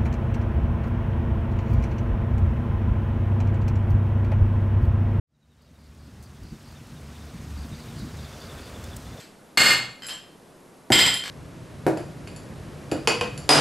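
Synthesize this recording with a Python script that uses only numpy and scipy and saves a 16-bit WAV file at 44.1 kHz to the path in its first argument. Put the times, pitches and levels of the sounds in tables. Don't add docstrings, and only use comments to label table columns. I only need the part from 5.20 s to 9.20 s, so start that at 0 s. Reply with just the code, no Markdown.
import sys
import numpy as np
from scipy import signal
from scipy.fft import rfft, irfft
from scipy.io import wavfile
from scipy.ndimage import uniform_filter1d

SR = 44100
rng = np.random.default_rng(int(sys.argv[2]) if len(sys.argv) > 2 else 0)


def materialize(psi):
    bounded = np.clip(np.atleast_2d(psi).T, -1, 1)
    quanta = np.round(bounded * 32767).astype(np.int16)
    wavfile.write(sys.argv[1], SR, quanta)


N = 176400
T = np.arange(N) / SR

# time_s, level_db
WASH_RIDE = [(0.2, -52), (0.5, -50), (0.8, -50), (1.05, -50), (1.3, -50), (1.6, -50.5), (1.9, -50),
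             (2.15, -50.5), (2.45, -50), (2.8, -50.5), (3.15, -50.5), (3.5, -50.5), (3.95, -52)]
# frequency_hz, gain_db
WASH_EQ = [(18, -29), (45, 12.5), (150, 4.5), (400, 3.5), (750, 0), (1300, -1), (1900, -4.5), (3000, -7.5),
           (5200, -9), (6700, -11), (7700, -13), (8400, -12.5), (9700, -17), (11200, -16.3), (13600, -20.5),
           (15600, -27)]
# time_s, level_db
SLOSH_RIDE = [(.2, -54), (.6, -53), (1.0, -55), (1.6, -74), (2.1, -53), (2.4, -78), (2.9, -55.5),
              (3.45, -48), (3.75, -51), (3.98, -52)]
# frequency_hz, gain_db
SLOSH_EQ = [(30, -55), (150, -28), (330, -0.5), (470, 3), (680, 1.5), (900, -10.5), (1600, -8.5),
            (4000, -49)]

# time_s, level_db
BREEZE_RIDE = [(0.15, -42), (0.6, -42), (1.0, -36), (1.12, -45), (1.48, -43), (1.75, -39.5), (2.05, -42),
               (2.2, -38.5), (2.42, -43.5), (2.62, -45), (2.84, -36.5), (3.0, -44.5), (3.3, -46.5),
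               (3.7, -44.5), (3.98, -43.5)]
# frequency_hz, gain_db
BREEZE_EQ = [(10, -40), (22, -53), (32, -23), (42, -13), (58, 2.5), (110, 4), (160, 0), (220, -3.5),
             (270, -6.5), (340, -12), (480, -25), (1200, -37), (4000, -88)]
# middle_s, length_s, level_db
LOW_BUFFETS = [(1.23, 0.073, -30), (1.338, 0.039, -28.5), (2.383, .04, -35), (2.45, 0.033, -37),
               (2.526, 0.023, -30.5), (2.84, 0.055, -31)]
# frequency_hz, gain_db
BUFFET_EQ = [(22, -38), (45, 4), (90, -1.5), (150, -2), (240, -6), (340, -9), (480, -37), (1500, -60)]

# time_s, level_db
FIRING_RIDE = [(0.15, -69), (0.38, -39.7), (0.55, -40.5), (0.75, -37.5), (1.3, -42), (1.47, -61),
               (1.62, -61), (2.05, -35.5), (2.18, -59), (2.3, -35.6), (2.42, -30), (2.56, -57), (2.85, -44),
               (3.04, -39), (3.14, -52), (3.55, -50), (3.7, -37.5), (3.9, -61)]
# pitch_hz, level_db
ENGINE_OVERTONES = [(146.5, -46), (219, -50.5), (240, -50)]
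# time_s, gain_db
OVERTONE_TRIM = [(.2, -1.5), (1.4, -1.5), (2.6, -0.5), (3.2, -7.5), (4.0, -8)]

# middle_s, pitch_hz, level_db, roughness (0 pure, 1 all rasp)
CRICKET_NOTES = [(.152, 3830, -52, .02), (.23, 3830, -50, 0.05), (.317, 3750, -52, 0.1),
                 (.402, 3740, -54, .05), (.48, 3770, -55, .05), (.56, 3750, -56, 0.2), (.64, 3670, -60, .3),
                 (1.165, 3380, -59, .5), (1.345, 3700, -58, .4), (1.42, 3520, -62, .4),
                 (1.57, 3620, -54, .05), (1.78, 3650, -53, 0.2), (1.955, 3580, -56, .5),
                 (2.01, 3700, -58, .5), (2.445, 3620, -61, .5), (2.53, 3740, -52, 0.9),
                 (2.61, 3870, -53, .7), (2.695, 3730, -54.5, 0.5), (2.805, 3930, -52, 0.8),
                 (2.895, 3880, -60, .6), (2.982, 3870, -53, .6)]
# start_s, length_s, level_db
CRICKET_TRILLS = [(.405, .07, -53), (0.584, .095, -53.5), (0.787, 0.1, -54), (1.001, 0.075, -53.5),
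                  (1.226, 0.092, -53.5), (1.448, 0.094, -54), (2.368, 0.076, -55), (2.541, .09, -53),
                  (2.759, 0.09, -54.5), (2.984, 0.084, -55), (3.191, 0.09, -54), (3.41, 0.09, -55.5)]
# middle_s, level_db
CRICKET_CHIRPS = [(3.058, -54.5), (3.137, -56), (3.222, -55), (3.307, -53), (3.39, -55.5), (3.477, -54.5),
                  (3.558, -54.5), (3.647, -55), (3.73, -54), (3.872, -59), (3.93, -58), (3.988, -56)]

# start_s, level_db, decay_s
LEAF_TICKS = [(.42, -44, .006), (.748, -47, .004), (1.026, -38, .004), (1.034, -45, .012),
              (1.233, -45, .005), (1.428, -46, .002), (3.6405, -39, .003), (3.672, -46, .002),
              (3.7662, -31, .0014), (3.769, -41, .003)]
# frequency_hz, gain_db
LEAF_EQ = [(1000, -29), (4500, -8), (5400, 3.5), (8500, 2.5), (11000, -2), (13000, -6), (16000, -6)]


def amp(db):
    return 10 ** (np.asarray(db) / 20)


def unit(x):
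    return x / np.sqrt(np.mean(x ** 2) + 1e-20)


def ride(points):
    return amp(np.interp(T, *np.transpose(points)))


def add(mix, start_s, sound):
    part = mix[max(round(start_s * SR), 0):][:len(sound)]
    part += sound[:len(part)]


def equalise(x, curve, band_hz=(0, SR)):
    hz = np.fft.rfftfreq(N, 1 / SR)
    curve_hz, curve_db = np.transpose(curve)
    spectrum = rfft(x) * amp(np.interp(np.log(hz + 1), np.log(curve_hz), curve_db))
    in_band = (hz >= band_hz[0]) & (hz < band_hz[1])
    return irfft(spectrum, N) / np.std(irfft(spectrum * in_band, N))


def wander(rate_hz):
    hz = np.fft.rfftfreq(N, 1 / SR)
    return unit(irfft(rfft(rng.standard_normal(N)) * (hz > 0) / (1 + (hz / rate_hz) ** 4), N))


def ripples(patch_db, splash_db):
    grid = signal.stft(rng.standard_normal(N), nperseg=512, noverlap=384)[2]

    def blotches(bins, frames):
        across_pitch = uniform_filter1d(rng.standard_normal(grid.shape), bins, axis=0)
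        return unit(uniform_filter1d(across_pitch, frames, axis=1))

    gain_db = patch_db * blotches(bins=7, frames=30) + splash_db * blotches(bins=45, frames=4)
    return signal.istft(grid * amp(gain_db), nperseg=512, noverlap=384)[1][:N]


def sea():
    wash = equalise(ripples(patch_db=0.74, splash_db=0.72), WASH_EQ, band_hz=(900, 3000))
    slosh = equalise(ripples(patch_db=2.2, splash_db=1.3), SLOSH_EQ)
    return wash * ride(WASH_RIDE) + slosh * ride(SLOSH_RIDE)


def wind():
    lumps_db = 2.46 * wander(rate_hz=23)
    rumble = equalise(rng.standard_normal(N) * amp(lumps_db), BREEZE_EQ, band_hz=(88, 230))
    out = rumble * ride(BREEZE_RIDE)
    eddies = equalise(rng.standard_normal(N), BUFFET_EQ)
    for middle_s, length_s, db in LOW_BUFFETS:
        swell = np.exp(-(2 * (T - middle_s) / length_s) ** 2)
        buffet = eddies * swell
        out += amp(db) * buffet * np.linalg.norm(swell) / np.linalg.norm(buffet)
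    return out


def engine(firing_hz=73.37, speed_drift=0.012):
    speed = 1 + speed_drift * wander(rate_hz=4.6)
    out = ride(FIRING_RIDE) * np.sin(2 * np.pi * firing_hz * np.cumsum(speed) / SR)
    for hz, db in ENGINE_OVERTONES:
        gain = ride(OVERTONE_TRIM) * amp(db + 2 * wander(rate_hz=2.06))
        phase_drift = 0.65 * wander(rate_hz=3.1)
        out += gain * np.sin(2 * np.pi * hz * T + phase_drift)
    return np.sqrt(2) * out


def wing(pitch_hz, envelope, roughness):
    white = rng.standard_normal((SR // 4, 2)) @ [1, 1j]
    rasp = signal.fftconvolve(white, np.hanning(240), "valid")[:len(pitch_hz)]
    blur = np.sqrt(1 - roughness) + np.sqrt(roughness) * rasp / np.std(rasp)
    tone = np.exp(2j * np.pi * (np.cumsum(pitch_hz) / SR + rng.random()))
    return envelope * unit((blur * tone).real)


def cricket_notes(length_s=0.06, fall_hz_per_s=10580, bend_hz_per_s2=112000):
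    out = np.zeros(N)
    t = np.arange(-length_s / 2, length_s / 2, 1 / SR)
    for middle_s, hz, db, roughness in CRICKET_NOTES:
        dive_hz = hz - fall_hz_per_s * t - bend_hz_per_s2 * t ** 2
        add(out, middle_s - length_s / 2, amp(db) * wing(dive_hz, np.hanning(len(t)), roughness))
    return out


def bank_echo(dry, t60_s=0.22, send_db=-6.5):
    t = np.arange(SR // 2) / SR
    tail = rng.standard_normal(len(t)) * amp(-60 * t / t60_s)
    return dry + amp(send_db) * signal.fftconvolve(dry, tail / np.linalg.norm(tail))[:N]


def cricket_trills(upper_hz=4757, lower_hz=4320, strokes_per_s=55, sag_hz=300, roughness=0.85):
    out = np.zeros(N)
    for start_s, length_s, db in CRICKET_TRILLS:
        stroke = np.arange(0, length_s, 1 / SR) * strokes_per_s % 1
        pulses = np.sin(np.pi * stroke) * signal.windows.tukey(len(stroke), 0.25)
        bend_hz = sag_hz * (0.5 - stroke)
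        lower = amp(-2.5) * wing(lower_hz + bend_hz, pulses, roughness)
        upper = wing(upper_hz + bend_hz, pulses, roughness)
        add(out, start_s, amp(db) * (upper + lower))
    return out


def leaves(grains_per_s=110, grain_decay_s=0.0018, rustle_db=-65):
    out = np.zeros(N)
    crisp = equalise(rng.standard_normal(N), LEAF_EQ)
    for start_s, db, decay_s in LEAF_TICKS:
        out += amp(db) * crisp * (T >= start_s) * np.exp(-abs(T - start_s) / decay_s)
    triggers = rng.random(N) < grains_per_s / SR
    accents_db = 4.5 * np.minimum(rng.exponential(1, N), 3)
    grains = signal.lfilter([1], [1, -np.exp(-1 / (grain_decay_s * SR))], triggers * amp(accents_db))
    return out + amp(rustle_db) * unit(grains * crisp)


def cricket_chirps(length_s=0.055, pitch_hz=3520, strokes_per_s=55.4, sag_hz=260, throb=0.42):
    out = np.zeros(N)
    for middle_s, db in CRICKET_CHIRPS:
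        stroke = (np.arange(0, length_s, 1 / SR) * strokes_per_s + rng.random()) % 1
        pulses = (1 - throb * np.cos(2 * np.pi * stroke)) * signal.windows.tukey(len(stroke), 0.7)
        chirp = wing(pitch_hz + sag_hz * (0.5 - stroke), pulses, roughness=0.4)
        add(out, middle_s - length_s / 2, amp(db) * chirp)
    return out


def scene():
    bed = sea() + wind() + engine()
    crickets = cricket_notes() + cricket_trills() + cricket_chirps()
    mix = bed + bank_echo(crickets) + leaves()
    return np.array([mix, mix])


def record(dry):
    fade_start_s, fade_length_s, high_cut_hz = 0.071, 3.165, 15740
    fade = np.clip((T - fade_start_s) / fade_length_s, 0, 1)
    high_cut = signal.firwin(1023, high_cut_hz, window=("kaiser", 9), fs=SR)
    return signal.oaconvolve(dry * fade, high_cut[None], "same")


dry = scene()
out = record(dry)
materialize(out)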